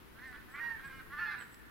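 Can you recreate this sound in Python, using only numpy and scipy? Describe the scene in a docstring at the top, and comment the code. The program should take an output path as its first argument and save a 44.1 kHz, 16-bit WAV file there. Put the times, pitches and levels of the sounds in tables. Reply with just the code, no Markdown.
"""Over distant air rumble and microphone hiss, swans start honking across a flooded field.
Each honk is a train of pulses ringing a long windpipe. The calls overlap, and the ground and
forest edge scatter them back. A small bird soon joins in with thin, arched chirps. Near 0.6 s
and again near 1.2 s, a swan's voice breaks into a clear high note. After the last honk,
a twig ticks during the bird's final chirp."""
import sys
import numpy as np
from scipy import signal
from scipy.fft import rfft, irfft
from scipy.io import wavfile
from scipy.ndimage import uniform_filter1d

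SR = 44100
rng = np.random.default_rng(int(sys.argv[2]) if len(sys.argv) > 2 else 0)


def master(y):
    """Save y as 16-bit WAV."""
    cut = np.clip(np.atleast_2d(y).T, -1, 1)
    pcm = np.round(cut * 32767)  # scale
    wavfile.write(sys.argv[1], SR, pcm.astype(np.int16))


N = 74970
TIME = np.arange(N) / SR

# How each low honk moves in pitch (its pulse rate) and loudness: t/s, f/Hz, level/dB
OPENING = [(.145, 215.9, -67), (.17, 220.4, -59.5), (.205, 240, -57.5), (.235, 259, -50), (.26, 264, -48),
           (.29, 256, -51.5), (.32, 246, -55.5), (.355, 245.9, -52.5), (.385, 255.4, -58), (.43, 251, -74)]
FIRST_RISE = [(.48, 249, -60), (.525, 259.3, -59.5), (.55, 280.6, -46), (.58, 297.3, -48), (.6, 300, -42),
              (.62, 303, -83), (.66, 292, -55)]
UNDER_HONK = [(.56, 274, -53.5), (.59, 277, -52.5), (.635, 267, -50), (.67, 275, -54), (.71, 268, -54),
              (.74, 253, -60), (.8, 262, -62.5), (.815, 260, -60)]
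REPLY = [(.805, 253.7, -65), (.83, 264.7, -52), (.855, 275.5, -47), (.89, 264.4, -57.5),
         (.912, 265.7, -50.5), (.93, 255.6, -56)]
REPLY_END = [(.905, 267.3, -69), (.93, 266.7, -49.5), (.97, 267, -54.5), (.998, 264.6, -48.5),
             (1.02, 257, -56.5), (1.035, 260, -80)]
SECOND_RISE = [(1.102, 272, -55), (1.12, 276.3, -50), (1.137, 294.1, -44), (1.16, 290.9, -47),
               (1.178, 297.8, -43), (1.195, 318.7, -45), (1.225, 317, -49.5), (1.25, 306, -62)]
HIGH_HONK = [(1.19, 329.5, -45), (1.208, 357.8, -43.5), (1.23, 352, -39), (1.245, 351.4, -40.5),
             (1.26, 338.7, -43), (1.28, 330, -52)]
CLOSING = [(1.255, 302.6, -43.5), (1.285, 301.2, -44), (1.31, 291.5, -43), (1.33, 301.5, -43.5),
           (1.355, 287.6, -55)]
LAST_HONK = [(1.315, 260.5, -42.5), (1.34, 255.9, -51.5), (1.36, 246.5, -49), (1.385, 248, -46.5),
             (1.415, 251.2, -56), (1.44, 259, -55.5), (1.47, 259, -72)]
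# How the two clear high notes move: t/s, f/Hz, level/dB
FIRST_NOTE = [(.59, 915, -52), (.61, 938, -38.5), (.645, 940, -38), (.672, 936, -40), (.684, 930, -45),
              (.694, 921, -40), (.725, 915, -40), (.75, 888, -48), (.78, 845, -58)]
SECOND_NOTE = [(1.175, 865, -59), (1.19, 876.6, -40.5), (1.22, 878, -43), (1.243, 874.5, -45.5),
               (1.265, 840.5, -44), (1.285, 868, -40), (1.303, 840, -49), (1.33, 825, -48),
               (1.355, 807, -48)]
# Windpipe colours, meaning how strongly each frequency rings: f/Hz, level/dB
NASAL = [(500, -38), (760, -23), (1020, -15.5), (1280, -21), (1550, -4.5), (1800, -2), (2060, -10),
         (2330, -27), (2700, -31), (4000, -29), (6500, -42)]
OPEN = [(550, -32), (850, -15.5), (1170, 3), (1450, -2.5), (1750, 5), (2050, -1), (2330, -17),
        (2750, -20.5), (4200, -25.5), (6500, -39)]
MELLOW = [(550, -27), (800, -21), (1070, -8.5), (1330, -11), (1600, 1), (1870, -27), (2150, -10),
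          (2420, -13), (2700, -22.5), (4000, -25.5), (6500, -42)]
ROUND = [(650, -41), (1050, -12), (1400, 1.5), (1750, 0), (2100, -22), (2450, -17), (2780, -15.5),
         (3150, -27), (5000, -31), (7000, -47)]
HOLLOW = [(550, -28.5), (760, -23), (1000, -13.5), (1250, -15.5), (1500, 2.5), (1750, -4), (2000, -11),
          (2600, -15.5), (3200, -37), (3900, -20), (6000, -40)]
REEDY = [(550, -35), (800, -25), (1065, -9), (1330, -3), (1595, 2), (1860, -15), (2130, -5.5),
         (2390, -11.5), (2660, -36), (2920, -12), (3300, -28.5), (4200, -25), (6500, -40)]
FLARED = [(550, -35), (850, -16), (1170, -4.5), (1450, -4), (1750, -0.5), (2050, 2.5), (2350, -7),
          (2650, -24), (3000, -29), (4200, -38), (6500, -61)]
HARSH = [(550, -41), (880, -19), (1170, -2.5), (1480, -5), (1770, 6), (2100, -4), (2650, -27.5),
         (4000, -22.5), (5000, -26.5), (7000, -47)]
FIRST_NOTE_COLOUR = [(500, -45), (920, -20.5), (1400, -15), (1850, -3), (2800, -31), (3700, -46),
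                     (4700, -38), (5600, -44)]
SECOND_NOTE_COLOUR = [(500, -38), (870, -17), (1300, -19), (1740, 2.5), (2600, -16), (3500, -25),
                      (4400, -25), (5200, -36), (6200, -57)]
CRACK_COLOUR = [(600, -26.5), (1000, -17), (1300, -7.5), (1550, 0.5), (1800, -5.5), (2150, -10),
                (2600, -25), (3900, -21), (6500, -50)]
# The swan calls: pitch and loudness table, windpipe colour, roughness (0-1), how far the windpipe colour slides
# with the pitch (1 = fully), left minus right/dB
SWAN_CALLS = [(OPENING, NASAL, 0.15, 1.6, -5), (FIRST_RISE, FLARED, 0.26, 1.5, -2.3),
              (UNDER_HONK, MELLOW, 0.36, 0.52, -8), (REPLY, MELLOW, 0.11, 0.88, -3.5),
              (REPLY_END, REEDY, 0.069, 0.53, -3.2), (SECOND_RISE, OPEN, 0.145, 0.41, -1.8),
              (HIGH_HONK, ROUND, 0.0935, 0.39, -1.7), (CLOSING, HARSH, 0.186, 0.44, -2.1),
              (LAST_HONK, HOLLOW, 0.1543, 0.33, -9.5), (FIRST_NOTE, FIRST_NOTE_COLOUR, 0.037, 0.57, -7.5),
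              (SECOND_NOTE, SECOND_NOTE_COLOUR, 0.051, 0.37, -6)]
# Hoarse catches where a voice cracks: middle t/s, length/s, f/Hz, level/dB
VOICE_CRACKS = [(0.194, 0.014, 215, -54.5), (0.351, 0.046, 225, -54), (.418, 0.036, 220, -59),
                (0.799, 0.037, 230, -53), (0.887, 0.028, 240, -53), (1.007, .035, 250, -55.5),
                (1.348, 0.023, 230, -46.5), (1.415, 0.042, 235, -50)]
# The small bird's chirps: start t/s, length/s, top f/Hz, level/dB
BIRD_CHIRPS = [(0.258, 0.068, 8170, -74.5), (0.499, 0.069, 8000, -70), (0.841, 0.047, 8150, -66.5),
               (0.946, .035, 8000, -75), (1.381, 0.066, 8080, -61.5), (1.515, .054, 8020, -62.5)]
# Colours of the twig's tick, the air, the low rumble and the hiss: f/Hz, level/dB
TICK_COLOUR = [(1000, -6), (3500, 3), (7000, 3), (10000, -2), (16000, -12)]
AIR_COLOUR = [(25, -14), (42, -7.5), (54, 5.5), (68, -2.5), (150, -4), (350, -5), (480, -10), (640, -17),
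              (1000, -12.5), (1600, -12), (2500, -17.5), (4000, -24), (7000, -33.5), (16000, -51.5)]
RUMBLE_COLOUR = [(20, 7.5), (55, 9), (90, 2.5), (250, -4.5), (600, -35), (2000, -65)]
HISS_COLOUR = [(3000, -40), (7000, -12.5), (8800, -8.5), (10000, -2), (13500, -1.5), (16000, -3.5)]
# How the rumble and the hiss rise and fall (the hiss before HISS_GAIN_DB): t/s, level/dB
RUMBLE_SWELL = [(0, -70), (.5, -65), (.9, -58.5), (1.35, -63), (1.7, -75)]
HISS_SWELL = [(0.03, -72.5), (0.594, -70.5), (0.598, -69), (1.554, -70.5), (1.68, -72.5)]

FADE_S = 0.0049  # each call fades in and out this fast
JITTER, SHIMMER_DB = 0.0396, 7  # pitch wobble (a fraction) and loudness wobble at full roughness
FLUTTER_DB, FLUTTER_PER_S = 6.5, 30.8  # each overtone wavers by itself, more in a rough voice
TREBLE_HZ, DULLING = 1950, 0.15  # dB lost per octave above TREBLE_HZ for each dB below a call's peak
CHIRP_SCOOP_HZ, CHIRP_SCOOP_S, CHIRP_SAG_HZ = 1400, 0.00413, 640
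AIR_DB, HISS_GAIN_DB = -56.5, 2.5
CRACK_PAN_DB, CHIRP_PAN_DB, ECHO_PAN_DB, AIR_PAN_DB, HISS_PAN_DB = -7.5, -12, -2, 2, -9


def swan(contour, windpipe, rough, follow=1):
    """Uneven pulses and puffs of rasp ring the windpipe; it opens as pitch rises, dulls as effort falls."""
    when, hz, db = np.array(contour, float).T
    fade = np.clip(np.minimum(TIME - when[0], when[-1] - TIME) / FADE_S + 1, 0, 1)
    live = fade > 0
    pitch, effort = np.interp(TIME, when, hz), np.interp(TIME, when, db)
    phase = 2 * np.pi * np.cumsum(pitch * (1 + JITTER * rough * wander(179))) / SR
    usual_hz = np.average(hz, weights=undb(db))
    harmonic = np.arange(1, int(windpipe[-1][0] / usual_hz) + 1)[:, None]
    # Where each overtone lands in the windpipe's colour, which slides up and down with the pitch.
    colour_hz = harmonic * pitch[live] * (usual_hz / pitch[live]) ** follow
    gains = response(windpipe)[np.minimum(colour_hz * 2 * N / SR, N).astype(int)]
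    treble_octaves = np.log2(np.maximum(colour_hz / TREBLE_HZ, 1))
    gains = gains * undb(DULLING * (effort[live] - db.max()) * treble_octaves)
    flutter = np.array([wander(FLUTTER_PER_S, size=live.sum()) for _ in harmonic])
    gains = gains * undb(FLUTTER_DB * flutter * np.sqrt(rough))
    tone = np.zeros(N)
    tone[live] = (gains * np.exp(1j * harmonic * phase[live])).real.sum(0)
    tone[live] /= np.sqrt((np.abs(gains) ** 2).sum(0) / 2)  # colour does not change the level
    puffs = rng.standard_normal(N) * (1 + np.cos(phase)) ** 2  # one puff for each pulse
    rasp = unit(colour(puffs, windpipe))
    shimmer = unit(undb(SHIMMER_DB * rough * wander(340)))
    return (tone * shimmer + rough * rasp) * fade * undb(effort)


def voice_crack(middle, length, hz, db):
    """A swan's voice catches in a short, very rough swell."""
    edge_db = db - 6.5
    contour = [(middle - length / 2, hz, edge_db), (middle, hz, db), (middle + length / 2, hz, edge_db)]
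    return swan(contour, CRACK_COLOUR, rough=0.5)


def bird_chirp(start, length, top_hz, db):
    """A thin whistle that scoops up and then sags."""
    age = np.clip(TIME - start, 0, length)
    progress = age / length
    scoop = CHIRP_SCOOP_HZ * np.exp(-age / CHIRP_SCOOP_S)
    hz = top_hz - scoop - CHIRP_SAG_HZ * progress ** 2.6 + 50 * wander(300)
    swell = np.abs(np.sin(np.pi * progress)) ** 0.57 * undb(db + 3.1 * wander(140))
    return swell * np.sin(2 * np.pi * np.cumsum(hz) / SR)


def twig_tick(start_s=1.5445, decay_s=0.0014, gain_db=-52, pan_db=-6):
    """One dry tick close by: a burst of noise that dies almost at once."""
    age = TIME - start_s
    burst = rng.standard_normal(N) * (age > 0) * np.exp(-np.abs(age) / decay_s)
    return pan(undb(gain_db) * colour(burst, TICK_COLOUR), pan_db)


def echoes(x, delay_s, build_s, fall_60db_s, db):
    """Countless small reflections, different for each ear; a delay below zero starts them part-way in."""
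    age = np.maximum(TIME - delay_s, 0)
    build_up = 1 - np.exp(-age / build_s)
    decay = np.exp(-np.log(1000) * age / fall_60db_s)
    tail = undb(db) * unit(rng.standard_normal((2, N)) * build_up * decay) / np.sqrt(N)
    return signal.fftconvolve(x[None], tail, axes=1)[:, :N]


def distant_air():
    """Wide, faintly wavering air noise with one soft swell of low rumble."""
    air = unit(colour(rng.standard_normal((2, N)), AIR_COLOUR)) * undb(AIR_DB + 0.48 * wander(1.67))
    rumble = unit(colour(rng.standard_normal((2, N)), RUMBLE_COLOUR))
    swell = undb(np.interp(TIME, *np.array(RUMBLE_SWELL).T))
    return pan(air + rumble * swell, AIR_PAN_DB)


def microphone_hiss():
    """Faint, high noise, mostly shared by both ears and stronger on the right."""
    noise = rng.standard_normal(N) + 0.22 * rng.standard_normal((2, N))
    swell = undb(HISS_GAIN_DB + np.interp(TIME, *np.array(HISS_SWELL).T))
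    return pan(unit(colour(noise, HISS_COLOUR)) * swell, HISS_PAN_DB)


def undb(db):
    """Turn decibels into a number to multiply by."""
    return 10 ** (np.asarray(db) / 20)


def unit(x):
    """Scale a sound so its average strength (rms) is 1."""
    return x / np.sqrt(np.mean(x ** 2))


def pan(x, db):
    """Place a sound to the left (db above zero) or to the right (below zero)."""
    gains = undb([[db / 2], [-db / 2]])
    return x * gains / gains.mean()


def wander(rate, size=N):
    """A smooth random drift of about 1 either way, changing about `rate` times a second."""
    span = max(int(SR / rate), 1)
    noise = rng.standard_normal(size + 2 * span)
    smooth = uniform_filter1d(uniform_filter1d(noise, span), span)
    return smooth[span:-span] * np.sqrt(3 * span / 2)


def response(points):
    """Build a filter from (f/Hz, level/dB) points, at N + 1 evenly spaced frequencies."""
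    hz, db = np.array(points, float).T
    freq = np.maximum(np.linspace(0, SR / 2, N + 1), 1)
    gains = undb(np.interp(np.log(freq), np.log(hz), db))
    # These steps make the filter ring only after a sound arrives, never before.
    cepstrum = irfft(np.log(gains))
    cepstrum[1:N] *= 2
    cepstrum[N + 1:] = 0
    return np.exp(rfft(cepstrum))


def colour(x, points):
    """Make a sound's frequencies louder or softer, as a colour table says."""
    return irfft(rfft(x, 2 * N) * response(points))[..., :N]


def scene():
    """Distant swans, the small bird nearby, their echoes, a twig and the background."""
    swans = sum(pan(swan(*voice), pan_db) for *voice, pan_db in SWAN_CALLS)
    swans = swans + pan(sum(voice_crack(*row) for row in VOICE_CRACKS), CRACK_PAN_DB)
    bird = sum(bird_chirp(*row) for row in BIRD_CHIRPS)
    ground = echoes(swans.mean(0) + bird, delay_s=-0.55, build_s=4, fall_60db_s=0.55, db=-6)
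    # A build time below zero keeps feeding the echo, so it dies away more slowly.
    forest = echoes(swans.mean(0), delay_s=0.2, build_s=-0.7, fall_60db_s=1.62, db=-18)
    calls = swans + pan(bird, CHIRP_PAN_DB) + pan(ground + forest, ECHO_PAN_DB)
    return calls + twig_tick() + distant_air() + microphone_hiss()


def record(dry):
    """The recorder cuts the very highest treble."""
    top_hz = 15800
    return signal.sosfilt(signal.ellip(10, .2, 70, top_hz, fs=SR, output="sos"), dry)


dry = scene()
out = record(dry)
master(out)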